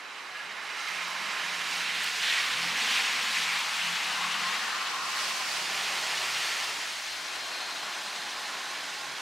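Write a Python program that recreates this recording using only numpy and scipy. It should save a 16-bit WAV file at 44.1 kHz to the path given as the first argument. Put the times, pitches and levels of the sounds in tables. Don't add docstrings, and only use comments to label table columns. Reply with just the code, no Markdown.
import sys
import numpy as np
from scipy import signal
from scipy.fft import rfft, irfft, next_fast_len
from scipy.io import wavfile
from scipy.ndimage import uniform_filter1d, map_coordinates

SR = 44100
rng = np.random.default_rng(int(sys.argv[2]) if len(sys.argv) > 2 else 0)


def bounce(signal):
    frames = np.transpose(np.atleast_2d(signal))
    limited = np.clip(frames, -1, 1)
    pcm = np.round(limited * 32767).astype(np.int16)
    wavfile.write(sys.argv[1], SR, pcm)


N = 406161

# closest t/s, approach/s, leaving/s, level/dB of rumble, roar, swish, spray
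DRIVE_BYS = [(3.15, 2.224, 2.19, -53.5, -38.5, -31.5, -37), (6.03, 0.79, 0.9, -53, -41, -34, -37),
             (7.85, 0.85, 2.4, -55, -42, -38.5, -42)]
def passes():
    return np.array([amp(dbs)[:, None] * fade(s, before, after) for s, before, after, *dbs in DRIVE_BYS],
                    dtype=np.float32)


# loss/dB of rumble, roar, swish, spray
DISTANCE_LOSS = [2.9, 4.1, 6, 7.2]
def fade(s, before_s, after_s, steepness=2.39):
    distance = np.minimum(away(s, before_s, after_s) ** steepness, 20)
    return held(amp(-np.outer(DISTANCE_LOSS, distance)))


# f/Hz, level/dB
FAR_EQ = [(120, -44), (200, -15.5), (290, -19.5), (643, -13), (771, -11), (814, -7.5), (1050, -6),
          (2180, -2.5), (3080, -6), (3380, -10.5), (3910, -11), (4280, -21), (15600, -46.5)]
CLOSE_EQ = [(120, -46), (165, -14), (205, -10.5), (258, -20), (400, -23), (489, -14.5), (620, -13.5),
            (1050, -4.5), (1220, -5.5), (1820, -0.5), (2810, 0), (7270, -15), (10300, -22), (15600, -30)]
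SECOND_EQ = [(120, -43), (200, -16), (249, -25), (407, -16), (489, -21), (600, -10.5), (1070, 2), (1570, 0),
             (1960, 5), (2710, 2.5), (6280, -11), (12100, -23.5), (15600, -27.5)]
VAN_EQ = [(120, -51), (200, -9), (265, -11), (393, -10), (535, -9), (829, -8.5), (892, -10), (1050, -4.5),
          (1240, -8), (1540, -4), (2670, -7), (4200, -8), (4610, -11.5), (6400, -14.5), (11100, -25),
          (15600, -32)]
# f/Hz, width/Hz, boost/dB
FAR_BELLS = [(1710, 99, 2), (2080, 300, 0.5), (3420, 370, -1)]
CLOSE_BELLS = [(550, 100, -4), (790, 130, 1.5), (2170, 370, 0), (4100, 1000, 1)]
SECOND_BELLS = [(670, 190, 3.5), (805, 170, 5), (1310, 200, 2), (2200, 1200, -4)]
VAN_BELLS = [(853, 74, 5), (1680, 350, 0), (4100, 380, 2), (5000, 350, 3.5), (6160, 580, 1)]
def rolling_noise(far_until_s=1.68, crossfade_s=0.39):
    t = np.arange(N, dtype=np.float32) / SR
    close = (1 + np.tanh((t - far_until_s) / crossfade_s)) / 2
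    first = np.sqrt(1 - close) * tyre_layers(FAR_EQ, FAR_BELLS)
    first += np.sqrt(close) * tyre_layers(CLOSE_EQ, CLOSE_BELLS)
    return [first, tyre_layers(SECOND_EQ, SECOND_BELLS), tyre_layers(VAN_EQ, VAN_BELLS)]


def tyre_layers(eq, bells, crossovers_hz=(230, 600, 1500, 4200, 22000)):
    m = next_fast_len(N, real=True)
    hz = np.fft.rfftfreq(m, 1 / SR)
    colour_db = along(eq, hz) + sum(db * resonance(hz, centre, width) for centre, width, db in bells)
    lowpasses = [1 / (1 + (hz / edge) ** 20) for edge in crossovers_hz]
    bands = np.maximum(amp(colour_db) * np.diff(lowpasses, axis=0), 1e-9).astype(np.float32)
    white = rfft(rng.standard_normal((2, m), dtype=np.float32))
    return np.array([unit(irfft(white * band, m)[:, :N]) for band in bands])


# t/s, swish pan/dB, spray pan/dB
PAN_MOVES = [(0.0, -4.5, -0.5), (0.1, -4, -1.5), (1.0, -4.5, -3), (2.77, -1.0, -0.5), (4.46, 2.5, -0.5),
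             (5.49, -1.5, -0.5), (6.95, 0, -0.5), (7.23, 2, 1), (9.21, -1, -3.5)]
# swish/dB, spray/dB
FRONT_WIDTH = [-23, -25]
# t/s, half length/s, swish side/dB, spray side/dB
WIDE_MOMENTS = [(0, 0.56, -12, -10), (1.4, .5, -34, -23.5), (3.8, 0.31, -18, -27), (5.0, 0.46, -9.5, -7),
                (5.55, 0.12, -20, -13), (6.75, 0.15, -23, -21), (7.25, 0.43, -12, -26),
                (9.25, 0.25, -21, -18)]
def tyres(gains, surge, churn_db=0.5, splash_db=0.3, lurch_db=0.1):
    traffic = sum(gain[:, None] * layers for gain, layers in zip(gains, rolling_noise()))
    rumble, roar, swish, spray = traffic * surge[:, None]
    pan, spray_pan = curves(PAN_MOVES)
    widening = sum(np.outer(amp(dbs), swell(s, half_s)) for s, half_s, *dbs in WIDE_MOMENTS)
    swish_side, spray_side = 20 * np.log10(amp(FRONT_WIDTH)[:, None] + widening)
    lumps = churn_db * (wobble(35) + 1.25 * wobble(110)) + lurch_db * wobble(14)
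    depth = 0.44 + 0.22 * gains[0, 2] / gains[0, 2].max()
    churn = lambda: (lumps + splash_db * wobble(45)) * depth
    return (stereo(rumble, -17.5, -0.11)
            + stereo(roar, -8 + 0.25 * swish_side, 0.76 * pan) * amp(churn())
            + stereo(swish, swish_side, pan) * amp(churn())
            + stereo(spray, spray_side, spray_pan) * amp(0.71 * churn()))


# t/s, half length/s, rumble boost/dB, roar boost/dB
LOW_RIDES = [(1.15, 0.3, 0.5, 1.5), (1.65, .2, -0.5, -0.5), (2.15, 0.28, -1.5, -2.5),
             (2.7, 0.24, 1.5, -1.5), (3.75, 0.28, -4.5, -0.5), (4.4, 0.49, 0, 1.5), (6.08, 0.29, 1.5, 1),
             (7.05, 0.17, -6, -3.5), (7.24, 0.034, 2, -0.5), (7.43, 0.045, -0.5, -0.5), (9.0, 0.25, 0, -1)]
# t/s, half length/s, swish boost/dB, spray boost/dB
SLUSH_PATCHES = [(.29, 0.054, -1.5, 0), (.55, 0.18, -0.5, -2), (.88, 0.14, 1.5, 2.5),
                 (1.41, 0.055, 1.5, -0.5), (1.76, 0.061, 0, 2), (1.9, 0.067, 1.3, -1.8),
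                 (2.04, 0.045, 1, 0.5), (2.15, 0.049, -2, 0), (2.33, 0.12, 4, 2), (2.75, .06, -0.5, -2),
                 (2.92, 0.14, 3.5, 3), (3.38, 0.061, 1.5, 2.5), (3.68, 0.045, -2.5, 0),
                 (4.07, 0.044, -1, 0), (4.52, 0.06, 1, 1), (4.72, 0.11, -2, 0), (5.02, 0.087, -2.5, 0.5),
                 (5.22, 0.097, 0.8, 5.5), (5.38, 0.046, -0.5, 2), (5.53, 0.07, -1.2, 2.5),
                 (6.51, 0.23, 2.5, 2.5), (7.1, 0.28, 1.5, 3.5)]
def surges():
    boost = lambda rows: sum(np.outer(dbs, swell(s, half_s)) for s, half_s, *dbs in rows)
    return amp(np.vstack([boost(LOW_RIDES), boost(SLUSH_PATCHES)]))


# f/Hz, depth/dB
FLICKER_DEPTH = [(500, .3), (1200, .7), (4000, 1.1), (9000, 1.5)]
def hiss_flicker(x, patch_hz=350, patch_s=.025, frame=512):
    hz, t, spectrum = signal.stft(x.astype(np.float32), SR, nperseg=frame)
    patches = rng.standard_normal(spectrum.shape[1:])
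    patches = uniform_filter1d(patches, max(1, round(patch_hz / hz[1])), axis=0)
    patches = uniform_filter1d(patches, max(1, round(patch_s / t[1])), axis=1)
    gain = amp(along(FLICKER_DEPTH, hz)[:, None] * unit(patches))
    gain /= np.sqrt(np.mean(gain ** 2, axis=1, keepdims=True))
    return signal.istft(spectrum * gain, SR, nperseg=frame)[1][:, :N]


# t/s, half length/s, f/Hz, glide/(Hz/s), width/Hz, level/dB
SWISH_SWEEPS = [(0.388, .07, 1674, -100, 130, -45), (0.849, .17, 1317, -450, 200, -48),
                (2.29, 0.049, 3466, -6000, 2600, -33), (2.99, .03, 2490, -100, 1400, -30),
                (3.13, 0.066, 2390, -300, 900, -35), (3.372, 0.016, 2290, 0, 1700, -33),
                (3.52, 0.13, 2300, -600, 1200, -35), (3.981, .24, 2610, -150, 900, -42),
                (4.3, 0.057, 1146, 498, 110, -41.5), (4.3, 0.083, 1410, 750, 90, -43.5),
                (4.41, 0.051, 1205, 400, 90, -43), (4.378, .17, 2680, -300, 830, -44),
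                (4.53, .05, 3640, 0, 700, -45), (4.68, 0.24, 1785, -600, 650, -40),
                (4.76, .05, 1340, 300, 110, -42), (4.78, .14, 4290, 0, 1800, -46),
                (6.46, .09, 2690, -600, 1600, -41), (6.503, .2, 1330, -200, 300, -46),
                (7.1, .08, 4200, 2, 900, -47), (7.571, 0.21, 4250, 0, 700, -45),
                (8.188, 0.1, 4200, -100, 400, -48), (8.499, .4, 1730, 50, 280, -54),
                (8.875, .13, 2000, 0, 600, -50)]
def swish_sweeps():
    out = np.zeros((2, N))
    offsets_hz = np.fft.fftfreq(2 ** 16, 1 / SR)
    for s, half_s, hz, hz_per_s, width_hz, db in SWISH_SWEEPS:
        gain = swell(s, half_s)
        on = np.flatnonzero(gain > .01)
        t = on / SR - s
        white = rng.standard_normal((2, len(offsets_hz), 2)) @ [1, 1j]
        band = np.fft.ifft(white * resonance(offsets_hz, 0, width_hz) ** 2)
        carrier = np.exp(2j * np.pi * (hz + hz_per_s * t / 2) * t)
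        sweep = np.take(band, on, axis=1, mode="wrap") * carrier
        out[:, on] += amp(db) * gain[on] * unit(sweep.real)
    return stereo(out, side_db=-14)


# t/s, half length/s, level/dB
GROOVE_CUES = [(1.15, .25, -46), (1.6, .06, -49), (2.55, 0.11, -47), (3.1, 0.33, -47.5), (4.25, 0.1, -43),
               (4.8, 0.18, -44.5), (5.05, .1, -45.5), (5.29, 0.11, -41), (8.39, 0.04, -49),
               (8.56, .06, -47.5), (8.72, 0.044, -47), (8.9, .06, -53), (9.08, .08, -48)]
# t/s, half length/s, level/dB
SCRUB_CUES = [(1.25, 0.28, -51), (2.47, 0.24, -44), (3.59, 0.043, -39), (4.2, 0.035, -43),
              (4.72, 0.22, -40.5), (5.08, .15, -42)]
# f/Hz, width/Hz, level/dB
RASP_BELLS = [(1180, 220, 5), (1390, 400, -1)]
def grooves(note_hz=1056, width_hz=26):
    note = noise(lambda hz: resonance(hz, note_hz, width_hz))
    note /= np.sqrt(np.abs(uniform_filter1d(note ** 2, SR // 30)) + 1e-6)
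    rasp = noise(lambda hz: sum(amp(db) * resonance(hz, f, width) for f, width, db in RASP_BELLS))
    return stereo(note * swells(GROOVE_CUES) + rasp * swells(SCRUB_CUES), side_db=-19)


# t/s, half length/s, f/Hz, glide/(Hz/s), level/dB
SQUEAK_CUES = [(4.477, 0.036, 1062, 450, -37), (5.41, 0.018, 1020, -500, -41), (8.39, .035, 1024, -2, -51)]
def squeaks():
    out = np.zeros(N)
    for s, half_s, hz, hz_per_s, db in SQUEAK_CUES:
        gain = swell(s, half_s)
        on = np.flatnonzero(gain > .001)
        t = on / SR - s
        out[on] += amp(db) * gain[on] * unit(np.sin(2 * np.pi * (hz + hz_per_s * t / 2) * t))
    return out


# t/s, relative level/dB
SPIT_CUES = [(.3735, -39), (.8854, -33), (1.0804, -28), (1.1074, -32), (1.6896, -31), (1.7514, -25),
             (2.035, -26), (2.0426, -17), (2.0627, -26), (2.1879, -32), (2.3012, -27), (2.7721, -28),
             (3.5907, -21), (3.7688, -28), (5.1248, -28), (6.9247, -35), (7.3597, -28), (8.037, -31),
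             (8.073, -33), (8.2442, -38), (8.5894, -38), (8.7136, -31), (8.8318, -39), (8.991, -30)]
# f/Hz, level/dB
DROPLET_EQ = [(2000, -25), (6000, -3), (9500, -1.5), (13500, -6), (15500, -6.5)]
def droplets(spray_gain, splash_gain, count=1400, tick_db=-9, spit_db=-4.5, spit_decay_s=0.0017):
    ticks = np.zeros((2, N))
    crowding = np.cumsum(splash_gain.astype(float) ** 3)
    at = np.searchsorted(crowding, rng.random(count) * crowding[-1])
    ticks[:, at] = amp(tick_db) * rng.choice([-1, 1], (2, count)) * spray_gain[at]
    t = np.arange(SR // 25) / SR
    for s, db in SPIT_CUES:
        spit = amp(db + spit_db) * np.exp(-t / spit_decay_s) * rng.standard_normal((2, len(t)))
        ticks[:, round(s * SR):][:, :len(t)] += spit
    return stereo(filtered(ticks, lambda hz: amp(along(DROPLET_EQ, hz))), side_db=-12)


def wall_echoes(x, count=6, echo_db=-24, drift_s=.00018):
    echo = amp(echo_db)
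    out = x.copy()
    for delay_s in rng.uniform(.002, .016, count):
        lag = np.rint(SR * (delay_s + drift_s * wobble(.6))).astype(int)
        out += echo * np.take(x, np.arange(N) - lag, axis=1, mode="wrap")
    return out / np.sqrt(1 + count * echo ** 2)


# order, level/dB
DRONE_ORDERS = [(3, -82), (4, -72), (5, -72), (6, -84)]
# t/s, half length/s, order, level/dB
BOOM_CUES = [(1.15, 0.2, 4, -64), (1.23, 0.07, 5, -62), (1.5, 0.12, 4, -69), (1.86, .12, 4, -60.5),
             (2.17, 0.058, 4, -66), (2.5, 0.064, 5, -67), (2.6, 0.14, 3, -64.5), (2.654, 0.058, 4, -53),
             (2.926, 0.27, 6, -59), (2.95, 0.18, 5, -69), (3.42, .14, 4, -60), (3.91, .09, 4, -58),
             (4.18, 0.16, 4, -56), (4.45, 0.075, 4, -61), (4.47, 0.28, 5, -63), (5.75, .35, 4, -65.5),
             (5.85, 0.41, 5, -71), (7.238, 0.045, 4, -68), (8.2, 0.49, 5, -73.5), (8.9, 0.32, 4, -71),
             (9.119, 0.12, 3, -68)]
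def engine_drone(near_db, firing_hz=43.3, drift=0.008, uneven_db=3.5, cavity_hz=205, cavity_db=1.5):
    firing = firing_hz * (1 + drift * wobble(2))
    gains = {round(order): amp(db + 0.91 * near_db + uneven_db * wobble(5.4))
             for order, db in DRONE_ORDERS}
    for s, half_s, order, db in BOOM_CUES:
        gains[round(order)] += amp(db) * swell(s, half_s)
    cavity = amp(cavity_db) * gains[5] * tone(np.full(N, cavity_hz), flutter=0.42)
    return cavity + sum(gain * tone(order * firing, flutter=.34) for order, gain in gains.items())


# t/s, half length/s, order, level/dB
THROB_CUES = [(5.35, .25, 3, -67), (5.85, .18, 2, -76), (5.9, .3, 3, -68), (6.307, .08, 2, -70),
              (6.3, .09, 3, -64), (6.63, .14, 2, -73), (6.63, .15, 3, -70), (7.1, .07, 2, -71),
              (7.38, 0.063, 2, -71)]
def exhaust(firing_hz=46.3, doppler=.08, bend_s=1.3):
    t = np.arange(N) / SR - DRIVE_BYS[1][0]
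    firing = firing_hz * (1 - doppler * np.tanh(t / bend_s))
    tones = {order: tone(order * firing) for order in (2, 3)}
    return sum(amp(db) * swell(s, half_s) * tones[round(order)] for s, half_s, order, db in THROB_CUES)


def van_engine(hz=92.5, rise_hz_per_s=1.43, level_db=-80.5, approach_s=.8):
    closest_s, _, leaving_s, *_ = DRIVE_BYS[2]
    t = np.arange(N) / SR - closest_s
    return amp(level_db) * fade(closest_s, approach_s, leaving_s)[0] * tone(hz + rise_hz_per_s * t)


# f/Hz, level/dB
TOWN_EQ = [(20, -27), (45, -23), (75, -14), (110, -6), (150, 7), (260, 0), (400, -4.5), (900, -50)]
def town(near_db):
    murmur = stereo(noise(lambda hz: amp(along(TOWN_EQ, hz))), side_db=-20)
    return murmur * amp(-63.5 + 0.54 * near_db + wobble(2.1))


def tone(hz, flutter=0.33):
    phase = 2 * np.pi * np.cumsum(hz) / SR
    return unit((1 + flutter * wobble(12)) * np.sin(phase) + flutter * wobble(11) * np.cos(phase))


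def amp(db):
    return 10 ** (np.asarray(db) / 20)


def unit(x):
    return x / np.sqrt(np.mean(x ** 2) + 1e-20)


def along(points, hz):
    f, values = np.transpose(points)
    return np.interp(np.log(hz + 1), np.log(f + 1), values)


def resonance(hz, centre, width):
    return 1 / (1 + (2 * (hz - centre) / width) ** 2)


def filtered(x, response):
    m = next_fast_len(N + SR // 8, real=True)
    return irfft(rfft(x, m) * response(np.fft.rfftfreq(m, 1 / SR)), m)[..., :N]


def noise(response):
    return unit(filtered(rng.standard_normal((2, N)), response))


def stereo(pair, side_db, pan_db=0):
    side = pair[1] * amp(side_db)
    return np.array([(pair[0] + side) * amp(pan_db / 2), (pair[0] - side) * amp(-pan_db / 2)])


def curves(rows):
    s, *columns = np.transpose(rows)
    return [np.interp(np.arange(N) / SR, s, column) for column in columns]


STEP = 32
def held(slow):
    return np.repeat(slow.astype(np.float32), STEP, axis=-1)[..., :N]


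def wobble(rate):
    knots = rng.standard_normal(int(N * rate / SR) + 4)
    coarse = np.arange(0, N, STEP)
    return np.interp(np.arange(N), coarse, map_coordinates(knots, [coarse * rate / SR]))


def away(s, before_s, after_s):
    t = np.arange(0, N, STEP) / SR - s
    return np.minimum(np.maximum(-t / before_s, t / after_s), 10)


def swell(s, half_s):
    return held(.5 ** np.minimum(away(s, half_s, half_s) ** 1.92, 20))


def swells(cues):
    return sum(amp(db) * swell(s, half_s) for s, half_s, db in cues)


def scene():
    gains, surge = passes(), surges()
    *_, swish, spray = np.linalg.norm(gains, axis=0)
    near_db = 20 * np.log10(swish / swish.max())
    splash = surge[-1]
    treads = swish_sweeps() + grooves() + squeaks()
    rolling = hiss_flicker(wall_echoes(tyres(gains, surge)))
    drops = droplets(spray * splash, splash)
    engines = (exhaust() + van_engine() + engine_drone(near_db)) * amp([[.5], [-.5]])
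    return rolling + treads + drops + engines + town(near_db)


# f/Hz, side gain/dB
SIDE_EQ = [(200, 1), (500, 1), (900, -1.5), (1800, 1), (4600, -0.5), (6500, 0.5), (10000, -2), (14500, -8)]
# f/Hz, level/dB
TREBLE_EQ = [(7000, -0.5), (10000, -1.5), (13500, -3.5), (15500, -7)]
def record(dry, top_hz=15790):
    mid = (dry[0] + dry[1]) / 2
    side = filtered((dry[0] - dry[1]) / 2, lambda hz: amp(along(SIDE_EQ, hz)))
    left_right = np.array([mid + side, mid - side])
    return filtered(left_right, lambda hz: amp(along(TREBLE_EQ, hz)) * (hz < top_hz))


dry = scene()
out = record(dry)
bounce(out)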